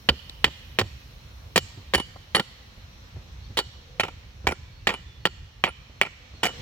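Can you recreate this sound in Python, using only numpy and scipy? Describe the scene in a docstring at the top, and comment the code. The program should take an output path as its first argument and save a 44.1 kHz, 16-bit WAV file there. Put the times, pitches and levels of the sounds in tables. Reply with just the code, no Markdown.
"""In a forest, close to the microphone, a small hatchet trims a dry stick held upright on a stump.
Each chop at a side branch is a sharp bite, a crunch of tearing fibres and a few rebounds, all
sounding through the wood. The steel head rings faintly, and the stick's foot bumps the stump.
The trees send back a late, soft echo. Farther off are faint birds, a soft low note, the hiss of
leaves and a low rumble."""
import sys
import numpy as np
from scipy import signal
from scipy.fft import rfft, irfft, next_fast_len
from scipy.io import wavfile
from scipy.ndimage import uniform_filter1d, map_coordinates

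SR = 44100
rng = np.random.default_rng(int(sys.argv[2]) if len(sys.argv) > 2 else 0)


def transcribe(u):
    """Save the signal u as a 16-bit wav file named by the first command-line argument.

    u: samples, shape (n,) or (channels, n), limited to [-1, 1]; the rate is SR.
    q: integer samples, one column per channel.
    """
    v = np.clip(np.atleast_2d(u).T, -1, 1)
    q = np.round(v * 32767).astype(np.int16)
    wavfile.write(sys.argv[1], SR, q)


N = 291760

# The blade meets the wood, close by, in bites and rebounds. Each row: start in seconds, level in dB,
# crunch t60 in seconds, steel ring in dB relative to the contact.
CONTACTS = [(0.0881, -5, 0.038, -41), (0.2955, -25.5, 0.011, -45), (0.4425, -1, 0.034, -47),
            (0.4612, -29, 0.051, -28), (0.4756, -32.5, 0.034, -25), (0.7868, -6.5, 0.041, -37),
            (0.7949, -20.5, 0.016, -44), (0.801, -24, 0.059, -38), (0.8116, -20, 0.021, -38),
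            (1.5585, -8, 0.033, -30), (1.5644, -15.5, 0.042, -13.5), (1.5763, -8.5, 0.033, -39),
            (1.936, -12.5, 0.066, -31), (1.947, -9, 0.038, -16), (1.9765, -26.5, 0.04, -12),
            (1.9978, -23, 0.044, -17), (2.158, -53.5, 0.033, -39), (2.3473, -8.5, 0.069, -26.5),
            (2.3564, -18.5, 0.11, -10), (2.3655, -14, 0.017, -35), (2.3758, -29, 0.09, -20),
            (2.3952, -15, 0.033, -36), (3.5707, -13, 0.081, -22.5), (3.5876, -12, 0.047, -26),
            (3.6034, -33.5, 0.043, -23), (3.9968, -10.5, 0.051, -27), (4.0025, -23, 0.012, -13.5),
            (4.033, -19, 0.028, -43), (4.0463, -31.5, 0.098, -29), (4.0811, -33.5, 0.02, -33),
            (4.4687, -10, 0.037, -46), (4.4845, -20.5, 0.084, -36), (4.5082, -31, 0.048, -29),
            (4.52, -24, 0.017, -30.5), (4.87, -8.5, 0.041, -28), (4.875, -16.5, 0.043, -29),
            (4.888, -17.5, 0.059, -39), (4.8947, -22, 0.077, -35), (4.9155, -33.5, 0.13, -26),
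            (4.9373, -23.5, 0.048, -12.5), (5.253, -6.5, 0.031, -41), (5.259, -19.5, 0.049, -26),
            (5.6382, -5, 0.0086, -47), (5.6436, -14, 0.039, -36), (5.658, -24.5, 0.075, -38),
            (5.6732, -26, 0.059, -45), (5.686, -36.5, 0.022, -7), (6.013, -3.5, 0.012, -51),
            (6.0183, -12, 0.026, -24), (6.029, -22.5, 0.053, -16), (6.0478, -28, 0.051, -24),
            (6.061, -30, 0.037, -41), (6.4312, -12, 0.092, -13), (6.4515, -15.5, 0.058, -40),
            (6.4677, -19.5, 0.013, -11), (6.482, -33.5, 0.078, -22)]
# The colour of each stroke. Each row: time in seconds, favoured wood pitch in Hz, its prominence in dB,
# body, knock and splinter levels in dB at a full blow, edge ring over head ring in dB.
STROKES = [(0.088, 2890, 2.5, -7, -8, -19.5, -8), (0.295, 3900, 19.5, -42, -30, -12, -15),
           (0.442, 2920, 3.5, -12.5, -13.5, -17.5, -8), (0.787, 2160, 2.5, -8, -10, -14.5, -6),
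           (1.558, 1720, 1, -6.5, -9, -6.5, 2), (1.934, 1950, 3, -6, -9.5, -12, 1.5),
           (2.158, 4150, 0, 3.5, -12, -32, -6), (2.346, 1800, 2.5, -8, -11.5, -13.5, 7),
           (3.569, 4220, 2, -8.5, -15, -12, 4), (3.995, 2610, 9.5, -5.5, -15, -15.5, 0),
           (4.468, 2300, 8, -4, -11, -13.5, 12), (4.869, 2240, 6, -7.5, -15.5, -16, -4),
           (5.252, 2050, 1.5, -7.5, -12, -16.5, -3), (5.638, 2500, 8, -6, -16.5, -20.5, 0.5),
           (6.012, 2530, 10, -11, -21.5, -20.5, -7), (6.431, 2420, 5.5, -7, -16.5, -10.5, -9)]
# The dry stick's resonances. Each row: frequency in Hz, width in Hz, level in dB.
STICK_MODES = [(188, 103, 2), (368, 83, 3.5), (566, 110, 1), (697, 369, -1.5), (916, 640, -4),
               (1395, 69, -2.5), (1868, 217, 3.5), (2366, 199, 2.5), (3026, 430, 6), (4015, 1200, 2.5),
               (4530, 306, 8), (5465, 137, 21), (6020, 2200, 10), (7550, 1250, 13), (9500, 5100, -18),
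               (13900, 13400, 3)]
# The steel head and its thin cutting edge. Each row: frequency in Hz, level in dB, t60 in seconds.
HEAD_MODES = [(2950, 0, .19), (2990, -8, .15), (4255, -24, .25), (5590, -24, .1)]
EDGE_MODES = [(9715, 0, .05), (7650, -16, .03)]


def chops():
    """The edge bites, then fibres snap at random in a dying crunch; stick and steel ring in answer."""
    track, t = np.zeros((2, N + SR)), np.arange(SR // 5) / SR
    low, body, mid, high = [[mode for mode in STICK_MODES if above_hz < mode[0] <= top_hz]
                            for above_hz, top_hz in [(0, 600), (600, 1600), (1600, 5000), (5000, SR)]]
    full_blow_db, bundle_db, bundle_s = -8, 4.5, 0.00153
    for start, db, t60, ring_db in CONTACTS:
        stroke = min(STROKES, key=lambda row: abs(row[0] - start))
        _, spot_hz, favour_db, body_db, knock_db, splinter_db, edge_db = stroke
        weak_db = full_blow_db - db
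        dying = amp(-60 * t / np.clip(t60, .004, .2)) * (1 - np.exp(-t / 0.0017))
        # fibres part in bundles, so the crunch is lumpy
        lumps_db = bundle_db * np.interp(t / bundle_s, np.arange(400), rng.standard_normal(400))
        snaps = rng.standard_normal((3, len(t))) * amp(3.17 * rng.standard_normal(len(t)) + lumps_db)
        snaps *= dying
        # only hard contacts start with a clean bite
        bite = -np.exp(-((t - .0006) / .00008) ** 2) * np.clip((db + 24) / 16, 0, 1)
        force = 0.43 * snaps[0] + bite
        # fibres part all round the stick, so each channel gets some snaps of its own
        crack = force + 0.23 * snaps[1:]
        splinters = snaps[0] + 2.6 * snaps[1:] + 0.78 * bite
        spot_hz *= np.exp(0.013 * rng.normal())
        dull_db_per_octave = 1.14 * favour_db + 0.17 * max(weak_db, 0)  # weak contacts are duller
        sound = wood(crack, mid, spot_hz, favour_db, dull_db_per_octave) + 0.43 * bite
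        sound += amp(body_db + 0.31 * weak_db) * wood(crack, body)
        sound += amp(knock_db + 0.47 * weak_db) * wood(force, low)
        sound += amp(splinter_db + 0.096 * weak_db) * wood(splinters, high)
        sound += amp(ring_db) * (steel(HEAD_MODES, t) + amp(edge_db) * steel(EDGE_MODES, t))
        add(track, start, amp(db) * at_microphone(sound, start))
    return track[:, :N]


def wood(force, modes, spot_hz=1, favour_db=0, dull_db_per_octave=0):
    """A force rings the stick; the struck spot favours modes near spot_hz and dulls those above."""
    scatter_db = rng.normal(0, 1.5, len(modes))
    top_hz = modes[-1][0]

    def response(f):
        ring = 0
        for k, (hz, width, db) in enumerate(modes):
            db += scatter_db[k] + favour_db * np.exp(-(np.log(hz / spot_hz) / 0.15) ** 2)
            db -= dull_db_per_octave * max(np.log2(hz / spot_hz), 0)
            ring += (-1) ** k * amp(db) * 1j * f * width / (hz * hz - f * f + 1j * f * width)
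        # little comes through above the highest mode
        return ring / (1 - (f / top_hz / 1.2) ** 2 + 1j * f / top_hz) ** 2
    return unit_peak(filtered(force, response))


def steel(modes, t):
    """Struck steel rings in dying sines, at new strengths for every contact."""
    ring = sum(amp(db + rng.normal() - 60 * t / t60) * np.sin(2 * np.pi * hz * t)
               for hz, db, t60 in modes)
    return (1 - np.exp(-t / 0.00065)) * ring


# The chops stay in one place, reaching the left channel slightly earlier.
# Each row: time in seconds, lead of the left channel in milliseconds.
LEFT_LEAD = [(0, .13), (2.4, .14), (4, .14), (6.6, .13)]
# The microphone's housing shades the sound. Each row: frequency in Hz, left minus right in dB.
HOUSING_SHADE = [(150, -2), (700, -3.4), (2500, -3), (5000, -.7), (9000, 2), (14000, 1.5)]


def at_microphone(sound, start):
    """A blow reaches the left side earlier and, except in the treble, weaker than the right."""
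    lead_s = np.interp(start, *np.transpose(LEFT_LEAD)) / 1000
    side = np.array([[.5], [-.5]])

    def response(hz):
        lead_turns = hz * lead_s / np.hypot(1, hz / 2460)  # the lead time shrinks in the treble
        return amp(side * at_pitch(HOUSING_SHADE, hz)) * np.exp(2j * np.pi * (side - .5) * lead_turns)
    return filtered(sound, response)


# Down at the stump, slightly to the right. Each row: start in seconds, level in dB, pitch in Hz.
STUMP_BUMPS = [(0.1, -24, 71), (0.457, -29, 70), (0.811, -24.5, 100.6), (1.775, -36, 97), (1.958, -27, 72),
               (2.772, -41, 68), (3.161, -35, 79.6), (3.499, -38, 99), (4.443, -34, 92), (4.476, -24.5, 73),
               (5.896, -42, 67.6), (6.335, -43.5, 92)]


def stump_bumps():
    """The stick's foot bumps the stump: a low dying swing with a puff of dull noise."""
    track, t = np.zeros((2, N + SR)), np.arange(SR // 4) / SR
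    for start, db, hz in STUMP_BUMPS:
        swing = np.sin(2 * np.pi * hz * t) * amp(-60 * t / 0.16) * (1 - np.exp(-t / 0.00034))
        burst = rng.standard_normal(len(t)) * amp(-60 * t / 0.13)
        puff = filtered(burst, lambda f: 1 / (1 + 1j * f / 350) ** 2)
        bump = unit_peak(swing) + 0.55 * unit_peak(puff)
        add(track, start, amp(db) * bump * amp([[-1.1], [1.1]]))
    return track[:, :N]


# Trunks some way from the microphone. Each row: frequency in Hz, relative echo in dB, t60 in seconds.
TREE_ECHO = [(300, -35, .5), (990, -4.5, 1.23), (3120, 2, 1.36), (7500, 13, 0.57), (9400, 5, 0.5),
             (16000, -21, .3)]


def tree_echo(blows, build_s=0.047):
    """The answer of the trunks builds up, then each frequency dies at its own speed."""
    track, step = np.zeros((2, N + 2 * SR)), SR // 4
    for first in range(0, N, step):  # a fresh tail every quarter second
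        hz, t, noise = signal.stft(rng.standard_normal((2, SR)), SR, nperseg=256)
        db, t60 = at_pitch(TREE_ECHO, hz[:, None]), at_pitch(TREE_ECHO, hz[:, None], column=2)
        envelope = amp(db - 60 * t / t60) * (1 - np.exp(-(t / build_s) ** 2))
        tail = signal.istft(noise * envelope, SR, nperseg=256)[1] / np.sqrt(SR)
        add(track, first / SR, signal.fftconvolve(blows[:, first:first + step], tail, axes=1))
    return track[:, :N]


# Birds far from the microphone. Each row: start and length in seconds, first and last pitch in Hz,
# level in dB.
BIRD_WHISTLES = [(.65, 0.11, 12900, 12450, -75), (3.4, .13, 4410, 4400, -65), (4.66, .17, 4400, 4390, -68),
                 (4.79, .09, 2680, 2700, -67), (5.02, .18, 3520, 3480, -65), (5.195, 0.21, 4370, 4350, -63),
                 (5.508, 0.2, 4200, 4120, -74), (5.93, .08, 4280, 4180, -65), (6.3, 0.12, 4250, 4230, -67)]


def birds():
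    """Thin gliding whistles swell and fade, unsteady from their way through the trees."""
    track = np.zeros((2, N + SR))
    waver_hz = 25 * wobble(120)
    for start, length, first_hz, last_hz, db in BIRD_WHISTLES:
        progress = np.linspace(0, 1, round(length * SR))
        glide_hz = first_hz + (last_hz - first_hz) * np.sqrt(progress)
        turns = np.cumsum(glide_hz + waver_hz[round(start * SR):][:len(progress)]) / SR
        swell = np.sqrt(np.sin(np.pi * progress).clip(0))
        add(track, start, amp(db) * swell * np.sin(2 * np.pi * (turns + rng.random((2, 1)) / 6)))
    return track[:, :N] * amp(5 * np.array([wobble(40), wobble(40)]))


# A soft low note, far off. Each row: start in seconds, length in seconds, level in dB.
HOOTS = [(3.77, 0.41, -60.5), (6.456, 0.18, -55)]


def far_hoot(pitch_hz=501, width_hz=47):
    """Narrow noise around one pitch swells and fades."""
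    note = filtered(rng.standard_normal((2, N)), lambda hz: np.exp(-((hz - pitch_hz) / width_hz) ** 2))
    t = np.arange(N) / SR
    swell = sum(amp(db) * np.sin(np.pi * np.clip((t - start) / length, 0, 1))
                for start, length, db in HOOTS)
    return swell * unit_rms(note[0] + 0.33 * note)


# The forest all around. Each row: time in seconds, then rumble, leaves and thin high hiss in dB.
FOREST_LEVELS = [(0.0, -47.5, -56, -66.5), (1.56, -45, -56.5, -70), (2.03, -48, -57.5, -71.5),
                 (3.3, -47.5, -56, -74), (5.64, -46.5, -60, -77.5), (6.41, -54, -55.5, -77),
                 (6.62, -35.5, -45.5, -66)]
# The colours of those three layers. Each row: frequency in Hz, relative spectral density in dB.
RUMBLE_SPECTRUM = [(20, -21), (38, 0.5), (64, 5), (150, -8), (184, -17), (214, -26), (400, -26), (520, -53),
                   (880, -120)]
LEAF_SPECTRUM = [(120, -80), (200, -3.5), (360, -18), (509, -9.5), (623, -14), (1120, -13.5), (1480, -15.5),
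                 (2420, -14.5), (3760, -15), (4270, -13.5), (4680, -21.5), (5630, -17), (8270, -35.5),
                 (11000, -68.5)]
HISS_SPECTRUM = [(7000, -120), (8500, -1.5), (11000, -8), (12500, 1.5), (16500, -5)]


def forest_air():
    """Far rumble swells in lumps under the hiss of leaves and a thin high hiss."""
    times, *levels = np.transpose(FOREST_LEVELS)
    rumble_db, leaves_db, hiss_db = [np.interp(np.arange(N) / SR, times, db) for db in levels]
    rumble = unit_rms(amp(2.8 * wobble(25)) * diffuse_noise(RUMBLE_SPECTRUM, patchy_db=1.37))
    leaves = amp(leaves_db + [[-.4], [.4]]) * diffuse_noise(LEAF_SPECTRUM, patchy_db=1.03)
    hiss = amp(hiss_db) * diffuse_noise(HISS_SPECTRUM, patchy_db=1.0)
    return amp(rumble_db + [[-.8], [.8]]) * rumble + leaves + hiss


# The background at the microphone's two sides. Each row: frequency in Hz, left-right correlation.
STEREO_LIKENESS = [(60, 1), (180, 0.88), (550, 0.32), (1650, -0.19), (4970, 0.086), (15000, -0.011)]


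def diffuse_noise(spectrum, patchy_db):
    """Stereo noise of rms 1, its level uneven in random patches of pitch and time."""
    cells = signal.stft(rng.standard_normal((2, N + 512)), nperseg=512)[2]
    patches = uniform_filter1d(uniform_filter1d(rng.standard_normal(cells.shape[1:]), 6, 0), 14, 1)
    noise = signal.istft(cells * amp(patchy_db * unit_rms(patches)), nperseg=512)[1][:, :N]

    def response(hz):
        spread = np.arccos(np.clip(at_pitch(STEREO_LIKENESS, hz), -1, 1)) / 2
        return amp(at_pitch(spectrum, hz)) * [np.cos(spread), np.sin(spread)]
    mid, side = filtered(noise, response)
    return unit_rms(np.array([mid + side, mid - side]))


def amp(db):
    return 10 ** (np.asarray(db) / 20)


def unit_rms(x):
    return x / np.sqrt(np.mean(x ** 2) + 1e-20)


def unit_peak(x):
    return x / (np.max(np.abs(x)) + 1e-20)


def at_pitch(table, hz, column=1):
    """One column of a table, interpolated on a log frequency axis."""
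    columns = np.transpose(table)
    return np.interp(np.log(hz + 1), np.log(columns[0] + 1), columns[column])


def wobble(rate):
    """A smooth random curve, rate knots a second."""
    return map_coordinates(rng.standard_normal(int(N * rate / SR) + 4), [np.arange(N) * rate / SR])


def filtered(x, response):
    """x through a complex response of frequency in Hz."""
    size = next_fast_len(x.shape[-1] + 4096)
    return irfft(rfft(x, size) * response(np.fft.rfftfreq(size, 1 / SR)), size)[..., :x.shape[-1]]


def add(track, start, sound):
    """Mixes a stereo sound in at start seconds."""
    track[:, round(start * SR):][:, :sound.shape[1]] += sound


def scene():
    """Hatchet and stump up close, the echo behind them, the forest beyond."""
    blows = chops()
    echo = amp([[-14.5], [-13]]) * tree_echo(blows)
    return blows + echo + stump_bumps() + forest_air() + far_hoot() + birds()


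def record(dry, low_cut_hz=30, gain_db=3, top_hz=16100):
    """The microphone drops the lowest bass, clips at full scale and keeps nothing above top_hz."""
    heard = filtered(dry, lambda hz: (1j * hz / (low_cut_hz + 1j * hz)) ** 2)
    return filtered(np.clip(amp(gain_db) * heard, -1, 1), lambda hz: hz < top_hz)


dry = scene()
out = record(dry)
transcribe(out)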